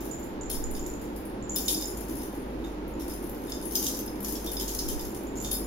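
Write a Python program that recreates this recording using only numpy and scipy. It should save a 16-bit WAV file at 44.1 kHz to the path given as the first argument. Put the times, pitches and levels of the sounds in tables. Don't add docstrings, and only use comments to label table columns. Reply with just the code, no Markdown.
import sys
import numpy as np
from scipy import signal
from scipy.fft import rfft, irfft, next_fast_len
from scipy.io import wavfile

SR = 44100
rng = np.random.default_rng(int(sys.argv[2]) if len(sys.argv) > 2 else 0)


def transcribe(u):
    v = np.clip(np.atleast_2d(u).T, -1, 1)
    q = np.round(v * 32767).astype(np.int16)
    wavfile.write(sys.argv[1], SR, q)


N = 249606
TIME = np.arange(N) / SR


def from_db(db):
    return 10 ** (np.asarray(db) / 20)


def rms_one(x):
    return x / np.sqrt(np.mean(x ** 2) + 1e-20)


def at_hz(points, hz):
    known_hz, values = np.transpose(points)
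    return np.interp(np.log(hz), np.log(known_hz), values)


def at_time(points, when):
    return np.interp(when, *np.transpose(points))


def drift(rate, step=100):
    pole = np.exp(-2 * np.pi * step * rate / SR)
    noise = rng.standard_normal(N // step + 1002)
    slow = signal.lfilter([1], [1, -2 * pole, pole * pole], noise)[1000:]
    return np.interp(np.arange(N) / step, np.arange(len(slow)), rms_one(slow))


def band(x, low_hz, high_hz):
    return signal.sosfilt(signal.butter(2, [low_hz, high_hz], "band", fs=SR, output="sos"), x)


def coloured(x, spectrum):
    size = next_fast_len(N)
    hz = np.maximum(np.fft.rfftfreq(size, 1 / SR), 1)
    return irfft(rfft(x, size) * from_db(at_hz(spectrum, hz)), size)[..., :N]


def panned(pan_db):
    return from_db(np.array([pan_db, -pan_db]) / 2)


def ring(when, strengths, hz, t60):
    clicks = np.full((2, N), 1e-18)
    clicks[:, np.clip((when * SR).astype(int), 0, N - 1)] = strengths
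    decay, angle = from_db(-60 / (t60 * SR)), 2 * np.pi * hz / SR
    return signal.lfilter([0, np.sin(angle)], [1, -2 * decay * np.cos(angle), decay ** 2], clicks)


def tumbling(count, spread):
    draws = rng.standard_normal((count, 3)).T
    return np.sign(draws[0]) * (1 + spread * draws[1:]) / np.hypot(1, spread)


def struck(when, strengths, tones, spread):
    return sum(ring(when, from_db(db) * strengths * tumbling(len(when), spread), hz, t60)
               for hz, db, t60 in tones)


def rebounds(blows, gap_s, first_db, step_db, count):
    blows = np.array(blows)
    after = np.repeat(blows[:, None], count, axis=1)
    after[:, :, 0] += np.cumsum(gap_s * (.5 + rng.random((len(blows), count))), axis=1)
    after[:, :, 1] += np.reshape(first_db, (-1, 1)) + step_db * np.arange(count)
    return after.reshape(-1, blows.shape[1])


def flare(when, strengths, t60, rise_s):
    starts = np.clip((when * SR).astype(int), 0, N - 1)
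    energy = np.array([np.bincount(starts, side ** 2, N) for side in strengths])
    fall, rise = from_db(-120 / (t60 * SR)), np.exp(-1 / (rise_s * SR))
    smoothed = signal.lfilter([1 - rise], np.convolve([1, -fall], [1, -rise]), energy + 1e-18)
    return np.sqrt(np.abs(smoothed))


def clash(when, strengths, t60, rise_s):
    return flare(when, strengths, t60, rise_s) * rng.standard_normal((2, N))


def room(x, gap_s=0.0003, build_s=0.00021):
    # (frequency [Hz], ring time [s])
    ring_times = [(200, 0.22), (3500, 0.28), (7000, 0.51), (11000, 0.25), (16000, 0.37)]
    t = TIME[:SR * 3 // 4]
    edges_hz = np.geomspace(100, 19000, 11)
    noise = rng.standard_normal((2, 2, len(t)))
    tail = 0
    for k, (low, high) in enumerate(zip(edges_hz, edges_hz[1:])):
        t60 = at_hz(ring_times, np.sqrt(low * high))
        tail = tail + band(noise[k % 2], low, high) * from_db(-60 * t / t60)
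    build_up = 1 - np.exp(-np.maximum(t - gap_s, 0) / build_s)
    tail = rms_one(tail * build_up) / np.sqrt(len(t))
    return signal.fftconvolve(x, tail, axes=1)[:, :N]


def roaming_room(x, move_rate=4.6, spots=4):
    weights = np.array([drift(move_rate) for _ in range(spots)])
    weights = weights / np.sqrt((weights ** 2).sum(axis=0))
    return sum(room(x * weight) for weight in weights)


def draught(gain_db=-11, still_db=-54):
    # (time of peak [s], length [s], relative level [dB])
    gusts = [(0.673, 0.65, -25), (4.946, 0.34, -24.5)]
    swells = sum(from_db(db) * np.exp(-8 * ((TIME - s) / length) ** 2) for s, length, db in gusts)
    rumble = rms_one(band(rng.standard_normal((2, N)), 7.8, 20.3))
    return from_db(gain_db) * (from_db(still_db) + swells) * rumble


def motor_hum(waver_db=3.5, wander_rad=0.94, throb_offset_db=42):
    # (frequency [Hz], base level [dB])
    tones = [(49.8, -47), (61, -57), (123.5, -56.5), (204.5, -49.5), (305, -54), (797, -74.5)]
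    # (time [s], relative level [dB])
    throb = [(0, -38), (0.25, -53), (0.5, -38), (1.25, -42.5), (2.05, -37.5), (2.3, -43), (2.55, -35),
             (3.9, -43.5), (4.7, -33), (5.14, -46.5), (5.5, -34)]
    throb_db = at_time(throb, TIME) + throb_offset_db
    out = 0
    for hz, db in tones:
        change_db = throb_db if hz < 100 else waver_db * drift(2)
        phase = 2 * np.pi * hz * TIME + wander_rad * drift(1.25)
        out = out + from_db(db + change_db) * np.sqrt(2) * np.sin(phase)
    return out


def fan_rush(level_db=-36, lag_s=0.00029):
    # (frequency [Hz], gain [dB])
    spectrum = [(20, -7), (42, -22), (60, -1), (85, -11), (165, -10.5), (245, -2), (325, 0.35), (400, -2.5),
                (530, -8.5), (680, -15), (900, -12.5), (1150, -19.5), (2500, -28.5), (16000, -53)]
    # (frequency [Hz], shared part of the power [0 to 1])
    likeness = [(25, 0.95), (100, 0.54), (170, 1), (330, 0.98), (520, 0.35), (900, 0.54), (1500, 0.042),
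                (2500, 0.044), (16000, 0.092)]
    # (time [s], gain [dB])
    swell = [(0, 0), (1.3, -0.4), (2.0, 0), (3.3, -0.3), (4.2, 0), (5.66, 0)]
    hz, alike = np.transpose(likeness)
    direct = coloured(rng.standard_normal(N), np.column_stack([hz, 10 * np.log10(alike)]))
    around = coloured(rng.standard_normal((2, N)), np.column_stack([hz, 10 * np.log10(1 - alike)]))
    delayed = np.interp(TIME - lag_s, TIME, direct)
    rush = rms_one(coloured(around + [direct, delayed], spectrum))
    return from_db(level_db + at_time(swell, TIME)) * rush * panned(pan_db=-1)[:, None]


def paws(room_db=-8):
    # (time [s], level [dB])
    landings = [(1.536, -32.5), (1.754, -28.5), (1.775, -28), (3.006, -31.5), (4.013, -30), (4.208, -29.5),
                (5.613, -28.5)]
    # (frequency [Hz], gain [dB], ring time [s])
    tones = [(206, -3, 0.079), (300, 3, 0.069), (362, 1, 0.012)]
    when, level_db = np.transpose(landings)
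    thuds = sum(ring(when, from_db(level_db + db), hz, t60) for hz, db, t60 in tones)
    thuds = band(thuds, 196, 450)
    return thuds + from_db(room_db) * room(thuds)


def collar_bell(gain_db=1, bite_db=-11, tick_db=-24):
    # (time [s], relative level [dB], pan [dB])
    strikes = [(0.004, -45, -8), (0.112, -34.5, -14), (0.1325, -34, 1), (0.411, -30.5, -6.5),
               (0.4335, -41, -6), (0.458, -44, -10), (0.6395, -25.5, -6), (0.6475, -42, -4),
               (0.795, -37, 2), (0.828, -42, -9), (0.8632, -37, -9), (0.9, -40, -1), (0.9378, -38, -9),
               (1.425, -39.5, -7), (1.4948, -24, -3), (1.5057, -40, -5), (1.5183, -28, -4),
               (1.5437, -30, 2), (1.6601, -32, -16), (1.7772, -30.5, -4), (1.856, -30, -4),
               (2.9377, -48, -3), (4.683, -36.5, -11), (5.105, -45.5, -11), (5.27, -39.5, -6),
               (5.362, -40, -2), (5.3735, -33, 6), (5.383, -37, -3), (5.4015, -37, -14), (5.415, -34, -3),
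               (5.6421, -38.5, -4)]
    # (frequency [Hz], gain [dB], ring time [s])
    tones = [(6860, -1, 0.015), (7065, -3, 0.027), (7196, -2.5, 0.03), (7110, -11, 0.13)]
    bounces = rebounds(strikes, gap_s=0.043, first_db=-25, step_db=6, count=3)
    when, level_db, pan_db = np.vstack([strikes, bounces]).T
    blows = from_db(level_db + gain_db) * panned(pan_db)
    tick = band(clash(when, blows * from_db(tick_db), t60=0.01, rise_s=0.0002), 4000, 16000)
    hiss = rms_one(band(rng.standard_normal((2, N)), 6850, 7400))
    bite = hiss * flare(when, blows * from_db(bite_db), t60=0.025, rise_s=0.00024)
    bell = tick + band(bite + struck(when, blows, tones, spread=0.34), 5600, 7600)
    return bell + roaming_room(bell)


def toy_contacts(count=500, rattle_db=-2.5, scatter_db=4.5, jerk_db=-1, lead_s=0.0038, lead_db=-11):
    # (time [s], relative level [dB], low clash gain [dB], pan [dB],
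    # first rebound gain [dB], ringing gain [dB])
    jerks = [(0.006, -43, -7, 5, 3, -7), (0.0464, -36, -11, 9, 1.5, -7), (0.1957, -38, -19, 10, -18, -10),
             (0.24, -36, -27, 5, -19, -4), (0.5004, -20.5, -9.5, 6.5, -4.5, -1.5),
             (0.546, -30, -12, 6, -2, -6), (0.7108, -31, -16, 8, -9, -1), (0.7514, -36, -4, 9, -1, -4),
             (0.866, -32, -10, 8, -19, -4), (1.0146, -39, -10.5, 8, -0.5, -6), (1.162, -32, -15, 9, -9, -5),
             (1.253, -38, -14, 8, -13, 3), (1.556, -33, -15, 10, -12, -8),
             (1.5607, -15.5, -9.5, 11, -7, -7), (1.6621, -33, -21, 10, -8, -2),
             (1.6826, -21, 2.5, 8, -10.5, -4), (1.6883, -21, -8, 12.5, 1.5, -4.5),
             (1.715, -26, -11, 10, -3, -10), (1.811, -26, -7, 9, -4, -12), (1.874, -28.5, -18, 8, -4, 0),
             (1.9727, -30.5, -14, 9, -9, 0), (2.0082, -31, -12.5, 8, -20, -2),
             (2.084, -37, -8.5, 11, -3, 0), (2.096, -33.5, -10, 9, -2, -6), (2.154, -35, -11, 11, -0.5, 2),
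             (2.219, -33, -10.5, 7, -2.5, -1), (2.351, -41, -13, 7, -16, -4), (2.6464, -45, -1, 11, -5, -9),
             (2.88, -39, -23, 7, -12, -4), (2.9992, -34, -7.5, 9, -1.5, -1.5),
             (3.0808, -32, -10.5, 7, 1, -1.5), (3.1364, -32.5, -13, 7, -7, -1),
             (3.226, -33.5, -20, 6, -3, 0), (3.295, -30.5, -36, 7, -20, -13),
             (3.497, -32.5, -6.5, 12, -10, -5), (3.5204, -41, 5.5, 3.5, -18, -6),
             (3.613, -39.5, -7, 8, 3.5, 4), (3.654, -29.5, -18, 8, -12, 3), (3.71, -29.5, -11, 8, 2, -1),
             (3.734, -28, -13, 8, -8, -3), (3.754, -19.5, -2, 17, -24, -17),
             (3.761, -20.5, -22, 15, -18, -18), (3.797, -23, -8, 7, -10, -6),
             (3.8273, -24, -4.5, 23, -4, -17), (3.844, -25, -4.5, 5, -14, -15),
             (3.8663, -24, 3, 9, -11, -16), (3.885, -23.5, -21, 15, -23, -17),
             (3.9477, -30.5, -2, 14, -12, -11), (3.97, -27, -11, 9, -17, -11),
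             (3.9898, -26, -7.5, 9.5, -10, -13), (4.062, -30, -28, 7, -12, 0),
             (4.1573, -40, -9, 5, -15, -8), (4.2056, -29.5, -16, 8, -12, -9), (4.2291, -29, -18, 9, -12, 2),
             (4.2464, -25, -4, 10, -10, -6), (4.2834, -26.5, -11, 10, -1, -12),
             (4.324, -24.5, -14, 13, -19, -12), (4.3542, -35.5, 3, 3, -8, -11),
             (4.4445, -28, -12, 10, -18, -12), (4.4635, -27.5, -4.5, 9, -11, -10),
             (4.517, -22, -14.5, 8.5, -4, -6), (4.5983, -24.5, -4, 11, -1, -15),
             (4.6793, -27, -2.5, 12, -2.5, -8), (4.724, -32, -8, 8, -8, -7), (4.738, -31, -18, 9, -13, -8),
             (4.7488, -21.5, -9, 13, -18, -12), (4.7897, -27, 1, 9, -9, 2), (4.882, -30, -6, 7, 1.5, -10),
             (4.887, -23.5, -6, 12, -7, -7), (4.9151, -31, -7, 7, -20, -14), (4.994, -30, -7.5, 10, -2, -7),
             (5.052, -31, -10, 6, -8, -7), (5.147, -31, -10, 5, -7, 3), (5.234, -38, -20, 6, -18, -10),
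             (5.356, -42, -5, 3, 2, -6), (5.424, -30.5, -11, 7, -11, 0), (5.4465, -32.5, 2, 3, -6, -9),
             (5.5141, -17.5, -9.5, 7, -25, -3), (5.5295, -14, -31, 4, -11, -6)]
    # (time [s], relative level [dB])
    swing = [(0, -40), (0.42, -66), (0.78, -49.5), (1.25, -54), (1.42, -65), (1.68, -34), (1.93, -45),
             (2.22, -44), (2.44, -51.5), (2.94, -59), (3.03, -50), (3.36, -42.5), (3.58, -41), (3.85, -46),
             (4.16, -52), (4.27, -35), (4.41, -41), (4.8, -34), (5.33, -53), (5.46, -30), (5.66, -62)]
    when = (np.arange(count) + rng.random(count)) / count * N / SR
    chance_db = scatter_db * np.clip(rng.standard_normal(count), -2, 2)
    level_db = at_time(swing, when) + rattle_db + chance_db
    low_pan_ring_db = np.tile([-10, 9, -6], (count, 1))
    rattle = np.column_stack([when, level_db, low_pan_ring_db])
    knock_s, knock_db, low_db, pan_db, first_db, ring_db = np.transpose(jerks)
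    knocks = np.column_stack([knock_s, knock_db + jerk_db, low_db, pan_db, ring_db])
    lead_ins = knocks + [-lead_s, lead_db, 0, 0, 0]
    bounces = rebounds(knocks, gap_s=0.012, first_db=first_db, step_db=-4, count=5)
    return np.vstack([rattle, knocks, lead_ins, bounces]).T


def clinks(when, strengths, low_hz, high_hz, t60, count=3):
    t = TIME[:SR // 36]
    draws = rng.random((len(when), count, 3, 1))
    hz = low_hz + (high_hz - low_hz) * draws[:, :, 0]
    samples = (np.maximum(when, 0) * SR).astype(int)[:, None] + np.arange(len(t))
    out = []
    for side in (0, 1):
        tones = np.sin(2 * np.pi * (hz * t + draws[:, :, 1 + side])).sum(axis=1)
        fading = strengths[side][:, None] * tones * from_db(-60 * t / t60)
        out.append(np.bincount(samples.ravel(), fading.ravel(), N)[:N])
    return np.array(out)


def mistuned_bells(when, strengths, count=4, mistune_percent=0.76):
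    # (frequency [Hz], gain [dB], ring time [s])
    tones = [(9130, -19, 0.091), (9500, -19.5, 0.047), (10410, -8.5, 0.081), (11140, -15, 0.055),
             (12450, -14, 0.05), (13160, -21, 0.044)]
    bell_hit = rng.integers(0, count, len(when))
    tunings = 1 + np.linspace(-1, 1, count) * mistune_percent / 100
    out = 0
    for bell, tuning in enumerate(tunings):
        hits = bell_hit == bell
        out = out + struck(when[hits], strengths[:, hits], np.array(tones) * [tuning, 1, 1], spread=0.75)
    return out


def toy_rattle(top_db=-1.9, top_clink_db=-22, low_db=2, low_clink_db=-16, ring_db=-2, shell_db=-14):
    # (frequency [Hz], gain [dB])
    clash_spectrum = [(1500, -7), (2500, -5.5), (3050, 2), (4000, -2.5), (4650, 2), (5300, 2.5),
                      (6400, 7.5), (7450, 6), (8200, 8.5), (9100, 11), (11000, 7), (12400, 6.5),
                      (14000, 9.5), (16000, 21)]
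    # (frequency [Hz], gain [dB], ring time [s])
    shell_tones = [(2930, -21, 0.03), (3650, -9.5, 0.094), (3636, -7.5, 0.055), (5040, -11, 0.046),
                   (5130, 0, 0.045), (5310, -9, 0.04), (6210, -13, 0.055), (6300, -7, 0.06),
                   (6900, -8, 0.05)]
    when, level_db, lower_db, pan_db, ringing_db = toy_contacts()
    bright = from_db(level_db) * panned(pan_db)
    lower = from_db(level_db + lower_db + low_db) * panned(pan_db=-1.5)[:, None]
    top = clash(when, bright * from_db(top_db), t60=0.0052, rise_s=0.00055)
    top += clinks(when, bright * from_db(top_clink_db), 9030, 15800, t60=0.057)
    body = clash(when, lower, t60=0.011, rise_s=0.00055)
    body += clinks(when, lower * from_db(low_clink_db), 2960, 7400, t60=0.07)
    clashes = coloured(band(top, 10950, 13660) + band(body, 2430, 8640), clash_spectrum)
    high_ring = mistuned_bells(when, bright * from_db(ring_db + ringing_db))
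    low_ring = struck(when, lower * from_db(shell_db), shell_tones, spread=1.0)
    return clashes + high_ring + low_ring


def shell_tone(hz, t60, twin_gap_hz=53.5, twin_db=-10.5, buzz_hz=7.3, damped_db=-1, damped_t60=0.061):
    t = TIME[:SR // 4]
    side_phase = np.array([[0], [np.pi / 2]])
    phase, twin_phase = 2 * np.pi * rng.random((2, 1, 1)) + side_phase
    buzz = np.cumsum(rng.standard_normal(len(t))) * np.sqrt(2 * np.pi * buzz_hz / SR)
    angle = 2 * np.pi * hz * t + buzz
    twin = from_db(twin_db) * np.sin(angle + 2 * np.pi * twin_gap_hz * t + twin_phase)
    loud_start = from_db(damped_db - 60 * t / damped_t60)
    return (np.sin(angle + phase) + twin) * (from_db(-60 * t / t60) + loud_start)


def toy_pings(gain_db=-5, pan_db=-3, lower_ratio=0.712, third_ratio=1.255, third_db=-8):
    # (time [s], main tone [Hz], relative level [dB], lower tone gain [dB],
    # main tone's ring time [s])
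    pings = [(0.514, 5060, -48, 7, 0.08), (0.5514, 5100, -39, -9, 0.16), (0.7502, 5080, -43, -7, 0.06),
             (1.5643, 5060, -32, -7, 0.082), (1.6811, 5120, -27.5, -1.5, 0.08),
             (1.734, 5060, -45, -1, 0.05), (1.7464, 5040, -28, -18, 0.051), (1.8233, 5120, -30, -16, 0.056),
             (2.1959, 5150, -45, -12, 0.08), (2.641, 5105, -59, 12.5, 0.06), (3.018, 5087, -52, -8, 0.08),
             (3.1009, 5050, -46, -7, 0.07), (3.122, 5130, -44, -14, 0.076), (3.48, 5100, -51, 3, 0.06),
             (3.5204, 5030, -31, -9.5, 0.021), (3.597, 5080, -59, 8, 0.06),
             (3.7544, 5100, -24.5, -30, 0.028), (4.0786, 5110, -38, -17, 0.056),
             (4.355, 5130, -43, -14, 0.04), (4.472, 5060, -43.5, 7, 0.053), (4.5685, 5077, -31, -7, 0.08),
             (4.6039, 5085, -40, -3, 0.08), (4.7905, 5130, -25.5, -31, 0.039),
             (4.9957, 5010, -39, -8, 0.053), (5.4454, 5040, -49, 11, 0.06), (5.5184, 5130, -36.5, -1, 0.08),
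             (5.54, 5093, -31, -12, 0.15)]
    out = np.zeros((2, N + SR))
    for s, hz, level_db, lower_db, t60 in pings:
        tones = shell_tone(hz, t60)
        tones += from_db(lower_db) * shell_tone(hz * lower_ratio, t60=0.19)
        tones += from_db(third_db) * shell_tone(hz * third_ratio, t60=0.025)
        start = int(s * SR)
        out[:, start:start + tones.shape[1]] += from_db(level_db + gain_db) * tones
    return out[:, :N] * panned(pan_db)[:, None]


def toy_bells(rattle_room_db=1, ping_room_db=-2):
    rattle = band(toy_rattle(), 1540, 17100)
    pings = band(toy_pings(), 1900, 17400)
    echo = roaming_room(from_db(rattle_room_db) * rattle + from_db(ping_room_db) * pings)
    return rattle + pings + echo


def scene():
    return toy_bells() + collar_bell() + paws() + fan_rush() + motor_hum() + draught()


def record(dry, dip_hz=8270, dip_depth=0.79, cutoff_hz=15750):
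    dip_band = signal.lfilter(*signal.iirpeak(dip_hz, Q=5.1, fs=SR), dry)
    low_pass = signal.ellip(10, .2, 70, cutoff_hz, fs=SR, output="sos")
    return signal.sosfilt(low_pass, dry - dip_depth * dip_band)


dry = scene()
out = record(dry)
transcribe(out)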